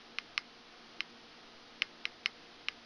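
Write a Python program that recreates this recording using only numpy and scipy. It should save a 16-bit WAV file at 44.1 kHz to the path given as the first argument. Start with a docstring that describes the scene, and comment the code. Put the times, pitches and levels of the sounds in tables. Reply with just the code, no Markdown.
"""Seven clicks of a small side button over continuous fan hum and steady hiss in a quiet room.
A thumb works the button of a handheld device close to a webcam microphone.
Each snap of the dome switch rings the shell as decaying sine modes; nearby surfaces return echoes and the
room a short noise tail. The fan is tones within narrow noise bands, the hiss is coloured noise.
The narrow-band microphone rolls off the treble and leaves a faint mirror of it higher up."""
import sys
import numpy as np
from scipy import signal
from scipy.fft import rfft, irfft, next_fast_len
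from scipy.io import wavfile
from scipy.ndimage import uniform_filter1d

SR = 44100
rng = np.random.default_rng(int(sys.argv[2]) if len(sys.argv) > 2 else 0)


def output_pcm(signal):
    """Save a mono or channel-first signal as 16-bit PCM at the path in sys.argv[1].

    Samples are clipped to [-1, 1] before scaling.
    """
    pcm = np.clip(np.atleast_2d(signal).T, -1, 1) * 32767
    wavfile.write(sys.argv[1], SR, np.round(pcm).astype(np.int16))


N = 125685  # samples in the scene

# Button clicks ahead of the microphone: [t/s, level/dB, then gain/dB of mode groups 1 to 7 by grip and angle]
BUTTON_CLICKS = [(0.1853, -28, 4, 0, -7, 2, 4.5, 1, 0.5), (0.3777, -23.5, 4, -0.5, -7.5, -6, 7.5, 3, -1.5),
                 (1.0055, -27, 1.5, 0.5, -1, 5.5, 2, 0.5, -3),
                 (1.8202, -22, -1.5, -1.5, -2, -8, 1.5, -0.5, 0),
                 (2.0539, -26.5, 0.5, -1.5, -3.5, 5.5, -0.5, -1, 0),
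                 (2.259, -22.5, 0, 0.5, -1, -1.1, 5.5, 3, 0.5),
                 (2.6847, -26, 0.5, -5, -3, 2.5, -2, -1.5, -1.5)]
# Modes of the shell: [f/Hz, relative level/dB, T60/s]
SHELL_MODES = [(1159, -14.5, 0.016), (1390, -9.5, 0.0061), (1696, -20.5, 0.019), (2054, -2, 0.0099),
               (2135, -32, 0.12), (2538, 4.5, 0.0054), (2822, -6, 0.014), (3103, -8, 0.013),
               (3475, -9, 0.0061), (3900, -13, 0.01), (4350, -14, 0.01), (4990, -20.5, 0.016),
               (5200, -9.5, 0.0073), (5533, -11, 0.0099), (6300, -15, 0.0055), (6990, -10.5, 0.0052)]
# Group of each shell mode, group 0 being unaffected by grip: [group number]
MODE_GROUP = np.array([1, 1, 1, 2, 2, 0, 3, 3, 7, 4, 5, 5, 6, 6, 6, 0])
# First direction in which each shell mode moves: [sign]
MODE_SIGN = np.array([1, -1, 1, 1, 1, -1, -1, 1, 1, 1, -1, -1, 1, -1, 1, 1])
# Echoes from nearby surfaces: [delay t/s, level re click/dB before colouring]
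SURFACE_ECHOES = [(.0075, -24.5), (.0108, -27), (0.014, -35)]
# Colour of those echoes: [f/Hz, gain/dB]
ECHO_RESPONSE = [(1500, -7), (2100, -6.5), (2700, -9), (4200, 0), (5000, 11), (6000, 1)]
# Spectral shape of the diffuse room tail: [f/Hz, relative level/dB]
TAIL_SHAPE = [(900, -15), (1900, -3.5), (2100, -3), (2300, -12), (4300, -16), (4950, -7), (5500, -17),
              (8000, -14)]
# Fan hum lines: [f/Hz, bandwidth/Hz, level/dB of the wavering part, level/dB of the steady tone]
FAN_LINES = [(59.3, 1.3, -88, -86.5), (116.3, 7.1, -83, -90.5), (170, 8, -81.5, -82.5), (233, 12, -72, -72),
             (304, 25, -76.5, -90.5), (347, 5.4, -77.5, -85), (472, 12, -72, -81),
             (701.6, 47, -72.5, -84.5), (1265, 6.2, -76.5, -87)]
# Spectral shape of the hiss ahead of the microphone: [f/Hz, relative level/dB]
HISS_SHAPE = [(20, -2.5), (40, -33), (85, -16), (170, -17.5), (260, -6), (400, -8.5), (560, -11.5),
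              (750, -9.5), (950, -11), (1300, -10), (2200, -12.5), (3300, -11), (5000, -13.5), (9000, -17)]
# Microphone response: [f/Hz, gain/dB]
MIC_RESPONSE = [(20, 1), (5000, 1.5), (5500, -3), (6000, -6), (6500, -14.5), (7000, -24.5), (7500, -37),
                (8000, -52.5), (9000, -85)]
# Response applied to the mirrored treble: [f/Hz, gain/dB]
MIRROR_RESPONSE = [(8000, -7), (9000, -6), (9700, -14.5), (10400, -21), (11000, -29.5), (11700, -41.5),
                   (12300, -69), (13000, -61), (14500, -67)]

MODE_SCATTER_DB = 0.7  # chance spread of each mode's level from click to click
SWELL_CYCLES = 1.09  # each mode builds up over about a cycle, so the treble arrives first
SHELL_CUTOFF_HZ = 914  # the small shell radiates little below
TAIL_DB, TAIL_T60_S, TAIL_START_S = -20.5, 0.15, 0.0055  # level re click before fading, decay, build-up
HISS_DB, FLICKER_DB, FLICKER_RATE_HZ = -55, 0.2, 6.74
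MIC_RATE_HZ, ELECTRONICS_DB, TOP_HZ = 16000, -100, 15500


def button():
    """Each dome-switch snap reaches the microphone directly, off nearby surfaces and as room tail."""
    out = np.zeros(N)
    for start, db, *groups_db in BUTTON_CLICKS:
        snap = undb(db) * shell_click(groups_db)
        out = place(out, start, snap)
        for delay, echo_db in SURFACE_ECHOES:
            echo = undb(echo_db) * colour(snap, ECHO_RESPONSE)
            out = place(out, start + delay, echo)
        out = place(out, start, room_tail(db))
    return out


def shell_click(groups_db):
    """A snap excites decaying shell modes; the total energy equals 3 ms of sound at rms 1."""
    t = np.arange(SR // 10) / SR
    hz, db, t60 = np.array(SHELL_MODES).T
    grip_db = np.append(0, groups_db)[MODE_GROUP]
    scatter_db = MODE_SCATTER_DB * rng.standard_normal(len(hz))
    gain = MODE_SIGN * undb(db + grip_db + scatter_db)

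    hz, t60 = hz[:, None], t60[:, None]  # one row per mode
    decay = np.exp(-np.log(1000) * t / t60)
    swell = 1 - np.exp(-(hz * t / SWELL_CYCLES) ** 2)
    ring = gain @ (np.sin(2 * np.pi * hz * t) * decay * swell)

    highpass = signal.butter(4, SHELL_CUTOFF_HZ, "high", fs=SR, output="sos")
    ring = signal.sosfilt(highpass, ring)
    return ring / np.sqrt(np.sum(ring ** 2) / (0.003 * SR))


def room_tail(click_db):
    """Diffuse wall reflections: coloured noise that builds up quickly and dies away exponentially."""
    t = np.arange(SR // 4) / SR
    decay = np.exp(-np.log(1000) * t / TAIL_T60_S)
    build_up = 1 - np.exp(-(t / TAIL_START_S) ** 2)
    noise = colour(rng.standard_normal(len(t)), TAIL_SHAPE)
    return decay * build_up * level(noise, click_db + TAIL_DB)


def fan():
    """Fan hum lines: a steady tone inside a narrow resonance of noise, which wavers."""
    t = np.arange(N) / SR
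    hum = np.zeros(N)
    for hz, width, waver_db, tone_db in FAN_LINES:
        b, a = signal.iirpeak(hz, hz / width, fs=SR)
        # The first half lets the resonance settle
        waver = signal.lfilter(b, a, rng.standard_normal(2 * N))[N:]
        tone = np.sin(2 * np.pi * (hz * t + rng.random()))
        hum += level(waver, waver_db) + level(tone, tone_db)
    return hum


def hiss():
    """Background hiss: coloured noise whose level flickers slightly."""
    noise = level(colour(rng.standard_normal(N), HISS_SHAPE), HISS_DB)
    return noise * undb(FLICKER_DB * walk(FLICKER_RATE_HZ))


def walk(rate):
    """Slow random curve of standard deviation 1: random steps at rate (Hz), smoothed twice."""
    step = int(SR / rate)
    curve = np.repeat(rng.standard_normal(N // step + 1), step)
    curve = uniform_filter1d(uniform_filter1d(curve, step), step)[:N]
    return curve / np.std(curve)


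def undb(db):
    """Amplitude ratio for a level in dB."""
    return 10 ** (np.asarray(db) / 20)


def level(x, db):
    """Scale x to the given rms level in dB."""
    return x * undb(db) / np.sqrt(np.mean(x ** 2))


def colour(x, points):
    """Zero-phase filter by (f/Hz, gain/dB) points joined on a log-frequency axis."""
    size = next_fast_len(len(x) + SR // 10)
    hz, db = np.array(points, float).T
    f = np.arange(size // 2 + 1) * SR / size + 1  # 1 Hz up, to avoid log(0)
    gain = undb(np.interp(np.log(f), np.log(hz), db))
    return irfft(rfft(x, size) * gain, size)[:len(x)]


def place(out, t, sound):
    """A copy of out with the sound added from time t (s), cut at the scene's end."""
    start = int(t * SR)
    padded = np.zeros(N + len(sound))
    padded[start:start + len(sound)] = sound
    return out + padded[:N]


def scene():
    """The close button over the fan and hiss, on one channel."""
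    return (button() + fan() + hiss())[None]


def record(dry):
    """Narrow-band microphone: raising its low sample rate mirrors the treble; then electronics hiss and top cut."""
    mic = colour(dry[0], MIC_RESPONSE)
    # Multiplying by the sample-rate tone folds f to MIC_RATE_HZ - f
    folded = 2 * mic * np.cos(2 * np.pi * MIC_RATE_HZ * np.arange(N) / SR)
    mirror = colour(folded, [(7900, -75.5)] + MIRROR_RESPONSE)
    electronics = undb(ELECTRONICS_DB) * rng.standard_normal(N)
    top_cut = signal.ellip(8, 0.2, 30, TOP_HZ, fs=SR, output="sos")
    return signal.sosfilt(top_cut, mic + mirror + electronics)[None]


dry = scene()
out = record(dry)
output_pcm(out)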